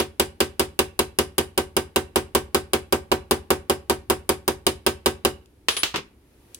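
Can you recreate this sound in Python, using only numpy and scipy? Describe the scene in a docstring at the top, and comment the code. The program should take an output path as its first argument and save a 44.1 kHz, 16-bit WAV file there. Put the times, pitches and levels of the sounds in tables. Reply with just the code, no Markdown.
"""Hammer taps, about five a second, on a flat steel part held on a plastic cutting board.
Each tap cracks and buzzes; the board bounces on a metal-topped bench, which thumps and rattles.
The part clicks in the fingers and the small hammer is laid down: its head clanks and rings, its handle
drops. The part clicks again as it is lifted. A close phone in a small workshop, over low rumble and
a faint hiss that swells at the end."""
import sys
import numpy as np
from scipy import signal
from scipy.fft import rfft, irfft
from scipy.io import wavfile
from scipy.ndimage import uniform_filter1d

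SR = 44100
rng = np.random.default_rng(int(sys.argv[2]) if len(sys.argv) > 2 else 0)


def transcribe(signal):
    """Save signal, clipped to [-1, 1], as a 16-bit WAV file at the path in sys.argv[1]."""
    frames = np.atleast_2d(signal).T
    limited = np.clip(frames, -1, 1)
    pcm = np.round(limited * 32767).astype(np.int16)
    wavfile.write(sys.argv[1], SR, pcm)


N = 290619
FFT_SIZE = 32768
TIME_S, FREQ_HZ = np.arange(FFT_SIZE) / SR, np.arange(FFT_SIZE // 2 + 1) * SR / FFT_SIZE

# hammer taps: (time [s], strength [dB], treble tick as the hammer's rim catches the part [dB])
TAPS = [(-0.003, -2.5, -1), (0.197, -0.8, 3), (0.4034, -0.3, 0.5), (0.5951, -0.7, 0), (0.7906, -0.8, 2.5),
        (0.991, -1.5, 3), (1.1869, -0.7, 1.5), (1.381, -1.4, 3), (1.5764, -1.9, 1.5), (1.7659, -1.8, 1.5),
        (1.9599, -1, 1), (2.1582, -0.3, 0), (2.3495, -0.1, 1.5), (2.5458, -0.5, -0.5), (2.7329, -0.8, -1),
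        (2.9245, -0.6, 1), (3.116, -0.5, -7), (3.3099, 0, 1), (3.5037, 0.05, 0), (3.6971, -1.1, 0),
        (3.897, -0.8, -0.5), (4.0993, -0.9, 2.5), (4.2913, -1.4, 3), (4.4783, -2.5, 3.5), (4.666, -0.4, 0),
        (4.8639, 0.15, -1), (5.0595, 0, -1), (5.2492, -0.5, 0)]
# board and bench modes: (frequency [Hz], peak [dB], t60 [s], left minus right [dB])
BENCH_MODES = [(71.5, 32.5, 0.42, -1.5), (87.8, 28, 0.29, 2), (133.6, 22.5, 0.098, 8), (143.4, 21, 0.14, 3),
               (210.1, 29.5, 0.32, 0.5), (241.2, 29, 0.082, -3), (300.6, 34.5, .13, -3),
               (324.3, 33, 0.057, -0.5), (382.8, 32, 0.053, -1), (440.3, 32, 0.072, 5),
               (460.2, 33, 0.13, 6), (529.3, 26.5, 0.09, -7.5), (576.4, 20, 0.052, -7), (605, 14, 0.1, 17),
               (690, 18, 0.19, 7), (747.6, 22.5, 0.11, 1), (779.5, 19, 0.12, -4), (924, 19.5, 0.074, -17.5),
               (971.5, 20, 0.049, 7), (1057, 18.5, 0.025, -14), (1184, 20.5, 0.055, -9),
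               (1224, 7.5, 0.069, -23), (1547.5, 20.5, 0.08, -12)]
# board slapping the bench: (frequency [Hz], peak [dB], t60 [s], left minus right [dB])
SLAP_MODES = [(325, 18, 0.011, 1), (686, 12, 0.0063, -2)]
# hand-damped steel part: (frequency [Hz], peak [dB], t60 [s], left minus right [dB])
PART_MODES = [(2264, 18, 0.07, 9), (2711, 18, 0.043, -9.5), (2889, 20, 0.055, -5), (3287, 16, 0.05, -0.5),
              (3740, 17, 0.04, 4.5), (4015, 14, 0.04, -8), (4980, 18, 0.025, -3), (8030, 11, 0.035, -1.5),
              (8970, 13, 0.03, -3), (9210, 9, 0.02, 5.5)]
# steel on steel at each microphone: (frequency [Hz], left [dB], right [dB])
STEEL_EQ = [(302, 7, 15.5), (660, 9.5, 19.5), (1180, 20.5, -1.5), (1660, 2, 12.5), (2570, 9, 7),
            (2700, 10.5, 17), (4200, -5, 14.5), (4664, 18.5, 16), (5510, 10.5, -6), (7100, 9.5, 9.5),
            (8100, -7, 15), (9510, 15, 11.5), (13700, 11, 8), (15500, 7, -15)]
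# bench top's dense upper modes and loose things on it: (frequency [Hz], level [dB])
RATTLE_EQ = [(200, 2.5), (500, 16), (1100, 20), (1800, 13.5), (3000, 16), (4500, 8.5), (8000, 4.5),
             (15000, 0.5)]
# seating of the part: (time [s], firmness [0 usual, below: hollow bright clack, above: dull knock])
FIRMNESS = [(0.2, -0.61), (1.4, 0.42), (1.96, 1.3), (2.73, 0.54), (2.93, 2.3), (3.12, 2.7), (3.31, 1.7),
            (3.7, 2.14), (4.48, 1), (4.66, -1.33), (5.25, 0.81)]
# tap colour at firmness 1: (frequency [Hz], gain [dB])
FIRM_EQ = [(350, 0.35), (1000, 1), (3500, -1.4), (11000, -0.45)]
# workshop reverberation: (frequency [Hz], level re direct sound [dB])
ROOM_EQ = [(60, 1), (300, -14.5), (1000, -16.5), (3000, -14), (6000, -12), (10000, -10.5), (15000, -25)]
# background noise: (frequency [Hz], relative density [dB])
BACKGROUND_EQ = [(15, -35), (25, -5), (59, 1), (178, -15), (340, -9), (631, -25), (919, -24), (1020, -29),
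                 (2360, -30), (7700, -39), (10400, -33), (15500, -41)]
# part in the fingers: (time [s], level [dB], tilt [dB/octave], t60 [s])
CLICKS = [(5.4588, -27, -9, 0.012), (6.5458, -14, -2.5, 0.029)]
# click spectrum: (frequency [Hz], level [dB])
CLICK_EQ = [(300, -29), (1500, -31.5), (2500, 3), (6000, 11), (9500, 14.5), (15500, 5.5)]
# head on the bench: (time [s], level [dB], tilt [dB/octave], t60 [s], head ring [dB])
CLANKS = [(5.685, 21, 0.5, 0.042, -40), (5.7670, 11, 1, 0.085, -30.5), (5.8328, 19.5, 0.5, 0.035, -38)]
# clank spectrum: (frequency [Hz], level [dB])
CLANK_EQ = [(80, -8.5), (200, -11), (400, -1.5), (700, -9), (1100, -3.5), (2000, -5.5), (3000, 1.5),
            (5500, -8.5), (9000, -15.5), (15000, -24)]
# handle on the bench: (time [s], level [dB], tilt [dB/octave], t60 [s])
KNOCKS = [(5.9415, 12.5, 0.5, 0.11), (5.9592, 13, 5, 0.015), (5.9790, 2, -1.5, 0.091)]
# knock spectrum: (frequency [Hz], level [dB])
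KNOCK_EQ = [(60, -3), (180, 0.5), (300, 0.5), (400, 9.5), (650, -8), (1050, 1.5), (1600, -5.5), (2700, -5),
            (5500, -18), (9000, -31.5), (15000, -41)]


def undb(db):
    """Decibels to gain."""
    return 10 ** (np.asarray(db) / 20)


def curve_db(points, freq_hz=FREQ_HZ):
    """(frequency [Hz], level [dB]) points joined on a log-frequency axis."""
    hz, db = np.transpose(points)
    return np.interp(np.log(freq_hz + 1), np.log(hz), db)


def causal(db):
    """Minimum-phase response: rings only after the blow."""
    cepstrum = irfft(db * np.log(10) / 20)
    cepstrum[1:FFT_SIZE // 2] *= 2
    cepstrum[FFT_SIZE // 2 + 1:] = 0
    return np.exp(rfft(cepstrum))


def delay(lag_s):
    """Frequency response of a delay."""
    return np.exp(-2j * np.pi * FREQ_HZ * lag_s)


def stereo_noise(size, apart_hz=800):
    """Noise at two close microphones: alike in the bass, unrelated in the treble."""
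    mid, side = rfft(rng.standard_normal((2, size)))
    hz = np.arange(len(mid)) * SR / size
    spread_rad = np.pi / 4 * hz / np.hypot(hz, apart_hz)
    return irfft(mid * np.cos(spread_rad) + np.array([[1], [-1]]) * side * np.sin(spread_rad), size)


def burst(t60_s):
    """Spectrum of countless modes struck together: fading noise, flattened across frequency."""
    spectrum = rfft(stereo_noise(FFT_SIZE) * np.exp(-np.log(1000) * TIME_S / t60_s))
    span_bins = int(np.clip(30 / t60_s / FREQ_HZ[1], 8, 4000))
    return spectrum / np.sqrt(uniform_filter1d(np.abs(spectrum) ** 2, span_bins, axis=1))


def modes(table, right_lag_s=0.00017):
    """Stereo spectra of damped modes; neighbours swing in opposite directions."""
    spectra = []
    for k, (hz, db, t60_s, pan_db) in enumerate(table):
        decay_per_s = np.log(1000) / t60_s
        envelope = 2 * decay_per_s / SR * np.exp(-decay_per_s * TIME_S)
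        ring = -(-1) ** k * envelope * np.sin(2 * np.pi * hz * TIME_S)
        spectra.append(undb(db + np.array([[pan_db], [-pan_db]]) / 2) * rfft(ring))
    return np.array(spectra) * np.array([delay(0), delay(right_lag_s)])


def add(out, at_s, spectrum):
    """Mix the first half second of a sound into out."""
    onset = int(round(at_s * SR))
    start, end = max(onset, 0), min(onset + SR // 2, N)
    out[:, start:end] += irfft(spectrum, FFT_SIZE)[:, start - onset:end - onset]


def hammer_taps(bounce_s=0.00525, rebound=0.37, reslap=0.9, echo_s=0.0212, echo_db=-9,
                edge_db=-15, crack_db=-7, seat_s=0.001101, seat_db=-4, buzz_s=0.0039, buzz_db=-6,
                rattle_db=-1, alike=0.67, spot_db=4, press_s=0.0004, tick_hz=7000):
    """The hammer cracks on the part and seats it; the part buzzes; the board bounces on the bench."""
    out = np.zeros((2, N))
    soften = 1 / np.sqrt(1 + (FREQ_HZ / 1500) ** 2)
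    wall_echo = undb(echo_db) * soften * delay(echo_s)
    thump = modes(BENCH_MODES).sum(axis=0) * (1 + wall_echo)
    slap = sum(modes([mode])[0] for mode in SLAP_MODES)
    part_modes = modes(PART_MODES)
    steel_eq = np.array([causal(curve_db(np.array(STEEL_EQ)[:, [0, side]])) for side in (1, 2)])
    rattle_eq = causal(curve_db(RATTLE_EQ))
    t60s_s = (0.005, 0.007, 0.022, 0.12)  # crack, seat, buzz, loose things
    shared_bursts = [burst(t60_s) for t60_s in t60s_s]
    for at_s, strength_db, tick_db in TAPS:
        bounce_jitter, seat_jitter = rng.standard_normal(2)
        # nearly the same spot each time: only some of the fine ringing changes
        crack, seat, buzz, loose = (alike * shared + np.sqrt(1 - alike ** 2) * burst(t60_s)
                                    for shared, t60_s in zip(shared_bursts, t60s_s))
        mode_gains = undb(spot_db * rng.standard_normal(len(PART_MODES)))
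        clink = np.tensordot(mode_gains, part_modes, 1)
        contact = (-undb(edge_db) + undb(crack_db) * crack
                   + undb(seat_db) * seat * delay(seat_s * (1 + 0.089 * seat_jitter))
                   + undb(buzz_db) * buzz * delay(buzz_s))
        tick_eq = causal(tick_db * FREQ_HZ ** 6 / (FREQ_HZ ** 6 + tick_hz ** 6))
        steel = (steel_eq * contact * tick_eq + clink) * delay(press_s)
        bounce = delay(bounce_s * (1 + 0.016 * bounce_jitter))
        landing = rebound * soften * bounce  # each weaker and duller than the last
        force = 1 + landing + 0.68 * landing ** 2 + 0.5 * landing ** 3
        board = thump * force + slap * (1 + reslap * bounce)
        rattle = undb(rattle_db) * rattle_eq * loose * bounce
        firmness = np.interp(at_s, *np.transpose(FIRMNESS))
        tap_eq = causal(strength_db + firmness * curve_db(FIRM_EQ))
        add(out, at_s, (board + steel + rattle) * tap_eq)
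    return out


def workshop_reverb(direct, low_t60_s=0.34, high_t60_s=0.19, split_hz=2500, predelay_s=0.0053):
    """Short, dense reflections; the treble dies first."""
    low = 1 / np.sqrt(1 + (FREQ_HZ / split_hz) ** 4)
    tail = low * burst(low_t60_s) + np.sqrt(1 - low ** 2) * burst(high_t60_s)
    response = irfft(tail * causal(curve_db(ROOM_EQ)) * delay(predelay_s))
    return signal.fftconvolve(direct, response[:, :FFT_SIZE * 3 // 4], axes=1)[:, :N]


def background(base_db=-54, split_hz=600, hiss_db=-3, swell_start_s=6.17, swell_db_per_s=22):
    """Low room rumble and a faint hiss that swells at the end."""
    hz = np.arange(N // 2 + 1) * SR / N
    air = rfft(stereo_noise(N)) * undb(curve_db(BACKGROUND_EQ, hz))
    air *= undb(base_db) / np.std(irfft(air, N))
    high = hz ** 2 / (hz ** 2 + split_hz ** 2)
    rumble, hiss = irfft(air * (1 - high), N), irfft(air * high, N)
    swell_db = swell_db_per_s * np.maximum(np.arange(N) / SR - swell_start_s, 0)
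    return rumble + undb(hiss_db + swell_db) * hiss


def contacts(events, eq, edge_db, ring_db, ring_t60_s):
    """Single contacts: sharp edge, short clatter, after-ring."""
    out = np.zeros((2, N))
    octaves = np.log2(np.maximum(FREQ_HZ, 200) / 2000)
    for at_s, db, tilt_db_per_octave, t60_s, *_ in events:
        colour = causal(db + curve_db(eq) + tilt_db_per_octave * octaves)
        strike = undb(edge_db) + burst(t60_s) + undb(ring_db) * burst(ring_t60_s)
        add(out, at_s, colour * strike)
    return out


def part_clicks():
    """The steel part clicks lightly in the fingers."""
    return contacts(CLICKS, CLICK_EQ, edge_db=-13, ring_db=-32.5, ring_t60_s=0.084)


def head_clanks():
    """The hammer head meets the metal bench top."""
    return contacts(CLANKS, CLANK_EQ, edge_db=-13, ring_db=-3, ring_t60_s=0.2)


def head_ring(mode_hz=10686, waver_hz=14, free_t60_s=0.8, settle_s=5.803, bench_t60_s=0.13, pan_db=7):
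    """One head mode, restruck at each clank; wavers with the rocking; once flat, the bench damps it."""
    time_s = np.arange(N) / SR
    level_db = np.full(N, -np.inf)
    for at_s, *_, ring_db in CLANKS:
        settled_s = np.maximum(time_s - max(at_s, settle_s), 0)
        fall_db = 60 * ((time_s - at_s) / free_t60_s + settled_s / bench_t60_s)
        level_db = np.where(time_s >= at_s, ring_db - fall_db, level_db)
    waver = uniform_filter1d(rng.standard_normal(N), size=400)
    hz = mode_hz + waver_hz * waver / np.std(waver)
    tone = np.sqrt(2) * np.sin(2 * np.pi * np.cumsum(hz) / SR)
    return tone * undb(level_db + np.array([[pan_db], [-pan_db]]) / 2)


def handle_knocks():
    """The handle drops on the bench and rocks."""
    return contacts(KNOCKS, KNOCK_EQ, edge_db=-24, ring_db=2, ring_t60_s=0.11)


def scene():
    """Tapping, hammer laid down, part lifted, all in the workshop."""
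    handling = head_clanks() + handle_knocks() + part_clicks()
    direct = hammer_taps() + head_ring() + handling
    return direct + workshop_reverb(direct) + background()


def record(dry, low_cut_hz=57, ceiling_db=4.5, high_cut_hz=15900):
    """The phone drops the deepest bass, rounds the loudest peaks and cuts the top."""
    highpass = signal.butter(2, low_cut_hz, "high", fs=SR, output="sos")
    lowpass = signal.ellip(8, 0.1, 60, high_cut_hz, fs=SR, output="sos")
    ceiling = undb(ceiling_db)
    rounded = ceiling * np.tanh(signal.sosfilt(highpass, dry) / ceiling)
    return signal.sosfiltfilt(lowpass, rounded)


dry = scene()
out = record(dry)
transcribe(out)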